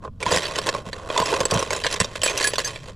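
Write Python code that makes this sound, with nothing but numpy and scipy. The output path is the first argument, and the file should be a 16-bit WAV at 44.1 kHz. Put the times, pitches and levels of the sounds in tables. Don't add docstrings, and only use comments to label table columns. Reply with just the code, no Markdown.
import sys
import numpy as np
from scipy import signal
from scipy.fft import rfft, irfft
from scipy.io import wavfile

SR = 44100
rng = np.random.default_rng(int(sys.argv[2]) if len(sys.argv) > 2 else 0)


def log_audio(samples):
    frames = np.atleast_2d(samples).T
    limited = np.clip(frames, -1, 1)
    pcm = np.round(limited * 32767).astype(np.int16)
    wavfile.write(sys.argv[1], SR, pcm)


N = 130095

# start in seconds, tub wall level in dB,
# level of the toy's clack in dB, level of its edge's tick in dB; all before the layer trims.
KNOCKS = [(0.0766, -33, -52.5, -64), (0.2032, -38, -37, -38.5), (0.2274, -27, -20.5, -26.5),
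          (0.2632, -30, -23.5, -27), (0.3125, -17.5, -29, -23), (0.3192, -16.5, -23.5, -18),
          (0.3275, -29, -28, -20), (0.3448, -20, -31, -23), (0.3606, -18.5, -23, -17),
          (0.3723, -30, -22, -20.5), (0.441, -58, -27, -51), (0.4547, -56, -22, -43),
          (0.5574, -41, -22.5, -25), (0.5859, -21, -21.5, -19.5), (0.6682, -31, -24, -23.5),
          (0.6889, -23, -17, -19), (0.7471, -24, -33, -36), (0.93, -32, -26.5, -28),
          (1.1015, -20.5, -26, -48), (1.1763, -18, -17, -20), (1.1999, -16, -21.5, -22),
          (1.216, -18, -30.5, -40), (1.2578, -36, -38, -20), (1.3267, -16, -33, -33),
          (1.3382, -17.5, -22.5, -25), (1.4035, -20.5, -23.5, -19), (1.411, -18, -26, -35),
          (1.4535, -18.5, -24, -22), (1.5103, -31, -22, -15.5), (1.519, -17, -53, -43),
          (1.5404, -21, -40, -20), (1.5919, -25, -27, -20), (1.6262, -19.5, -27, -24.5),
          (1.7053, -21, -21.5, -22), (1.7307, -25, -22, -21), (1.7626, -30.5, -36, -24.5),
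          (1.838, -32.5, -22.5, -21.5), (1.846, -24, -18.5, -34), (1.8568, -22.5, -28, -30),
          (1.8654, -21, -15, -19), (1.9118, -30, -32, -25), (1.926, -50, -25, -22), (1.9403, -46, -27, -22),
          (1.9617, -33, -26.5, -32), (2.0012, -18.5, -17.5, -11), (2.0118, -20, -17.5, -32),
          (2.0445, -27, -25.5, -22.5), (2.1554, -28, -28.5, -40), (2.217, -32, -21, -24),
          (2.2332, -21.5, -17, -20), (2.26, -19, -24, -21.5), (2.2761, -39, -21, -23),
          (2.3754, -54, -21.5, -16.5), (2.408, -22.5, -34, -23), (2.4271, -29, -28, -19),
          (2.4413, -47, -33, -17), (2.4727, -25.5, -21, -15), (2.535, -22, -24, -25),
          (2.5562, -36, -24.5, -28), (2.5822, -18.5, -25, -15.5), (2.646, -46, -32.5, -29),
          (2.676, -32, -35.5, -23), (2.759, -36.5, -29, -42)]
# time in seconds,
# level at the tub wall in dB, level among the toys in dB; both before the layer trims.
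STIRS = [(0.01, -49.5, -72), (0.047, -19.5, -46), (0.096, -58, -80), (0.191, -55, -74), (0.21, -28, -41),
         (0.265, -21, -32.5), (0.336, -15.5, -21.5), (0.44, -24, -31), (0.543, -26.5, -36.5),
         (0.595, -22.5, -33.5), (0.633, -30.5, -37.5), (0.678, -17, -33), (0.718, -26, -39),
         (0.765, -24.5, -36), (0.844, -40.5, -59), (0.871, -19.5, -34.5), (0.91, -46, -54),
         (0.941, -31, -45.5), (1.053, -32.5, -51), (1.11, -21.5, -35), (1.18, -19.5, -29),
         (1.309, -20.5, -29.5), (1.413, -17.5, -32.5), (1.476, -28.5, -39), (1.549, -13, -26),
         (1.694, -33, -42.5), (1.716, -20.5, -32), (1.828, -33, -38), (1.866, -35, -37.5),
         (1.94, -24.5, -32), (1.99, -31.5, -44), (2.009, -31.5, -27), (2.075, -33.5, -46),
         (2.129, -37.5, -47.5), (2.159, -30, -29), (2.199, -34.5, -47.5), (2.26, -25.5, -24.5),
         (2.348, -23.5, -35), (2.42, -22, -18), (2.478, -25, -30), (2.574, -40, -44.5), (2.592, -22, -24.5),
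         (2.635, -36.5, -39), (2.682, -28.5, -34.5), (2.808, -41.5, -47.5), (2.894, -33.5, -44),
         (2.949, -54, -63)]
# start in seconds, level in dB, pitch in Hz.
HOLLOWS = [(0.263, -17.5, 988), (.668, -25.5, 1015), (.688, -28.5, 1036), (0.748, -23.5, 1086),
           (1.162, -20, 1000), (1.189, -18, 986), (1.227, -20.5, 995), (1.328, -22.5, 925),
           (2.28, -21, 2450)]
# start in seconds, level in dB before the layer trim.
THUMPS = [(0.264, -26.5), (0.323, -25), (0.363, -27), (0.868, -31.5), (1.198, -26.5), (1.403, -28),
          (1.523, -21.5), (1.542, -24.5), (1.555, -16.5), (2.005, -19.5)]
# start in seconds, level in dB before the layer trim,
# most excited frequency in Hz, free ringing before it is damped in seconds.
CLINKS = [(1.238, -35.5, 7500, 0.0037), (1.453, -20, 7270, 0.0023), (2.2333, -20, 8250, 0.11),
          (2.294, -34, 6300, 0.042), (2.442, -29.5, 9860, 0.12), (2.444, -23.5, 1690, 0.032),
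          (2.4708, -25, 8900, 0.036), (2.536, -42, 5630, 0.025), (2.6456, -26, 6070, 0.03),
          (2.648, -34.5, 1720, 0.021)]
# frequency in Hz, relative level in dB, time to decay by 60 dB in seconds.
METAL_MODES = [(1690, 1, .19), (4505, 3, .15), (4867, 1, .13), (6305, -4, .16), (7760, 0, .11),
               (9470, -8, .1), (9630, -6, .14), (10290, -8, .16), (12000, -9, .16), (13710, -15, .18),
               (14370, -17, .2)]
WALL_MODES = [(340.4, -1, 0.019), (424, -2.5, 0.046), (488.2, -4, 0.04), (541.5, -0.5, 0.044),
              (626.3, 2.5, 0.026), (833, 3.5, 0.013), (953, -3, 0.024), (993, -3, 0.038), (1053, 0, 0.038),
              (1176, -6, 0.044), (1429, 6, 0.011)]
FLOOR_MODES = [(81.4, -11.5, 0.15), (103, 2, 0.086), (145, -1, 0.023), (172, 5.5, 0.069),
               (226, -4.5, 0.085)]
# frequency in Hz, relative level in dB.
CLACK_COLOUR = [(1350, -11), (1700, 4), (3200, 1), (4600, -4)]
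TICK_COLOUR = [(4400, 6), (7800, 1.5), (10500, -10), (13000, -22.5), (15000, -34)]
# frequency in Hz, left over right in dB.
PAN = [(100, -2.9), (600, -1.5), (2800, -2.5), (10000, -0.2)]
# frequency in Hz, relative level in dB per Hz.
HUSH = [(20, -4.5), (40, -8.5), (105, -3.5), (220, -13.5), (1000, -69), (3000, -54.5), (15000, -70)]

RING_TIME = np.arange(int(0.22 * SR)) / SR
STRIKE_SAMPLES = int(0.008 * SR)
SIDES = np.array([[1], [-1]])

CLACK_T60_S, TICK_T60_S, CRACK_T60_S = 0.011, 0.013, 0.012
TOY_ATTACK_S, WALL_ATTACK_S = 0.0012, 0.0016
RING_SPREAD = 0.13
CRACK_SHARE = 0.56
BOUNCE_S, BOUNCE_SHARE = 0.0035, 0.52
PAN_SPREAD_DB = 0.76

WALL_DB, CLACK_DB, TICK_DB, THUMP_DB, CLINK_DB = -5.5, -4, -6, -2.5, 2
STIR_WALL_DB, STIR_CLACK_DB, STIR_TICK_DB = -8.5, -2.5, -7.5


def from_db(db):
    return 10 ** (np.asarray(db) / 20)


def rms_one(x):
    return x / np.sqrt(np.mean(x ** 2) + 1e-20)


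def strike_one(x):
    return x / np.sqrt(np.mean(x[:STRIKE_SAMPLES] ** 2) + 1e-20)


def at_hz(points, hz):
    f, db = np.transpose(points)
    return np.interp(np.log(np.maximum(hz, 1)), np.log(f), db)


def shaped(noise, gain):
    return irfft(rfft(noise) * gain, noise.shape[-1])


def fade(t, t60):
    return np.exp(-np.log(1000) * t / t60)


def add(out, s, sound):
    i = int(s * SR)
    out[..., i:i + sound.shape[-1]] += sound[..., :N - i]


def swell(sound, attack_s):
    return strike_one(sound * (1 - np.exp(-RING_TIME / attack_s)))


def ring(hz, db, t60):
    envelopes = from_db(db)[:, None] * fade(RING_TIME, t60[:, None])
    power = np.sum(np.mean(envelopes[:, :STRIKE_SAMPLES] ** 2, axis=1)) / 2
    cycles = hz[:, None] * RING_TIME + rng.random((len(hz), 1))
    return np.sum(envelopes * np.sin(2 * np.pi * cycles), axis=0) / np.sqrt(power + 1e-20)


def placed(sound):
    return sound * from_db(rng.normal() * PAN_SPREAD_DB / 2 * SIDES)


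def tub(modes, attack_s=WALL_ATTACK_S, vary_db=2.0, detune=0.03):
    hz, db, t60 = np.transpose(modes)
    pitch_change, level_change = rng.standard_normal((2, len(hz)))
    sound = ring(hz * (1 + detune * pitch_change), db + vary_db * level_change, t60)
    sound = sound * (1 - np.exp(-RING_TIME / attack_s))
    return sound / np.sqrt(np.sum(sound ** 2) / (0.016 * SR))


def toy(colour, t60, count, vary_db=7.0):
    low, high = colour[0][0], colour[-1][0]
    hz = low + (high - low) * (np.arange(count) + rng.random(count)) / count
    db = at_hz(colour, hz) + vary_db * rng.standard_normal(count)
    modes = ring(hz, db, t60 * np.exp(RING_SPREAD * rng.standard_normal(count)))
    f = np.linspace(0, SR / 2, len(RING_TIME) // 2 + 1)
    in_band = (f > low) & (f < high)
    noise = shaped(rng.standard_normal(len(RING_TIME)), from_db(at_hz(colour, f)) * in_band)
    crack = strike_one(noise * fade(RING_TIME, CRACK_T60_S))
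    return swell(modes + CRACK_SHARE * crack, TOY_ATTACK_S)


def bounced(sound, count=3):
    out, lag = sound.copy(), 0
    for k in range(1, count + 1):
        lag += int(BOUNCE_S * (0.5 + rng.random()) * SR)
        out[lag:] += BOUNCE_SHARE ** k * rng.choice([-1, 1]) * sound[:len(sound) - lag]
    return strike_one(out)


def hush(level_db=-40.5, side_db=-20):
    f = np.linspace(0, SR / 2, N // 2 + 1)
    mid, side = rms_one(shaped(rng.standard_normal((2, N)), from_db(at_hz(HUSH, f))))
    return from_db(level_db) * (mid + from_db(side_db) * side * SIDES)


def room(x, tail_t60=0.03, tail_db=-13.5, scatter_hz=12200, scatter_t60=0.00083, scatter_db=-3.5):
    t = np.arange(SR // 2) / SR
    tail = rng.standard_normal((2, len(t))) * fade(t, tail_t60)
    scatter = rng.standard_normal(len(t)) * fade(t, scatter_t60)
    highpass = signal.butter(4, scatter_hz, "high", fs=SR, output="sos")
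    scatter = signal.sosfilt(highpass, scatter / np.linalg.norm(scatter))
    response = from_db(tail_db) * tail / np.linalg.norm(tail[0])
    response = response + from_db(scatter_db) * scatter * SIDES
    return signal.oaconvolve(x, response, axes=1)[:, :N]


def thumps():
    out = np.zeros(N)
    for s, db in THUMPS:
        add(out, s, from_db(db + THUMP_DB) * tub(FLOOR_MODES, attack_s=0.0035))
    return out


def hollows(t60=0.032, attack_s=0.0036):
    out = np.zeros(N)
    for s, db, hz in HOLLOWS:
        clack = ring(np.array([hz]), np.zeros(1), np.array([t60]))
        add(out, s, from_db(db) * swell(clack, attack_s))
    return out


def clinks(falloff_db_per_octave=45, deepest_db=22, damped_t60=0.028, attack_s=0.00091):
    out = np.zeros(N)
    hz, mode_db, t60 = np.transpose(METAL_MODES)
    for s, db, centre_hz, free_s in CLINKS:
        loss_db = np.minimum(falloff_db_per_octave * np.abs(np.log2(hz / centre_hz)), deepest_db)
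        detune = 1 + 0.0027 * rng.standard_normal(len(hz))
        damping = fade(np.maximum(RING_TIME - free_s, 0), damped_t60)
        sound = ring(hz * detune, mode_db - loss_db, t60) * damping
        add(out, s, from_db(db + CLINK_DB) * swell(sound, attack_s))
    return out


def jostling(count=24, touches_per_s=650, touch_spread_db=5, slide_share=0.27):
    time = np.arange(N) / SR
    s, wall_db, toys_db = np.transpose(STIRS)
    wall_gain = from_db(np.interp(time, s, wall_db) + STIR_WALL_DB)
    toys_gain = from_db(np.interp(time, s, toys_db))
    sizes = from_db(touch_spread_db * np.clip(rng.standard_normal(N), -2, 2))
    touches = rms_one(sizes * (rng.random(N) < touches_per_s / SR))
    contacts = rms_one(touches + slide_share * rng.standard_normal(N))
    dealt = rng.integers(0, count, N)
    out = np.zeros((2, N))
    for k in range(count):
        rings = tub(WALL_MODES), toy(CLACK_COLOUR, CLACK_T60_S, count=7), toy(TICK_COLOUR, TICK_T60_S, count=16)
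        wall, clack, tick = [r / np.linalg.norm(r) for r in rings]
        body = from_db(STIR_CLACK_DB) * clack + from_db(STIR_TICK_DB) * tick
        own = contacts * (dealt == k)
        out += signal.oaconvolve(own * wall_gain, wall)[:N]
        out += placed(signal.oaconvolve(own * toys_gain, body)[:N])
    return out


def knocks():
    out = np.zeros((2, N))
    for s, wall_db, clack_db, tick_db in KNOCKS:
        clack = from_db(clack_db + CLACK_DB) * bounced(toy(CLACK_COLOUR, CLACK_T60_S, count=12))
        tick = from_db(tick_db + TICK_DB) * bounced(toy(TICK_COLOUR, TICK_T60_S, count=24))
        wall = from_db(wall_db + WALL_DB) * tub(WALL_MODES)
        add(out, s, placed(clack) + placed(tick) + wall)
    return out


def scene():
    direct = thumps() + hollows() + clinks() + jostling() + knocks()
    f = np.linspace(0, SR / 2, N // 2 + 1)
    toys = shaped(direct + room(direct), from_db(SIDES * at_hz(PAN, f) / 2))
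    return hush() + toys


def record(dry, ceiling=0.7, cutoff_hz=16300):
    rounded = ceiling * np.tanh(dry / ceiling)
    lowpass = signal.cheby2(12, 70, cutoff_hz, fs=SR, output="sos")
    return signal.sosfilt(lowpass, rounded)


dry = scene()
out = record(dry)
log_audio(out)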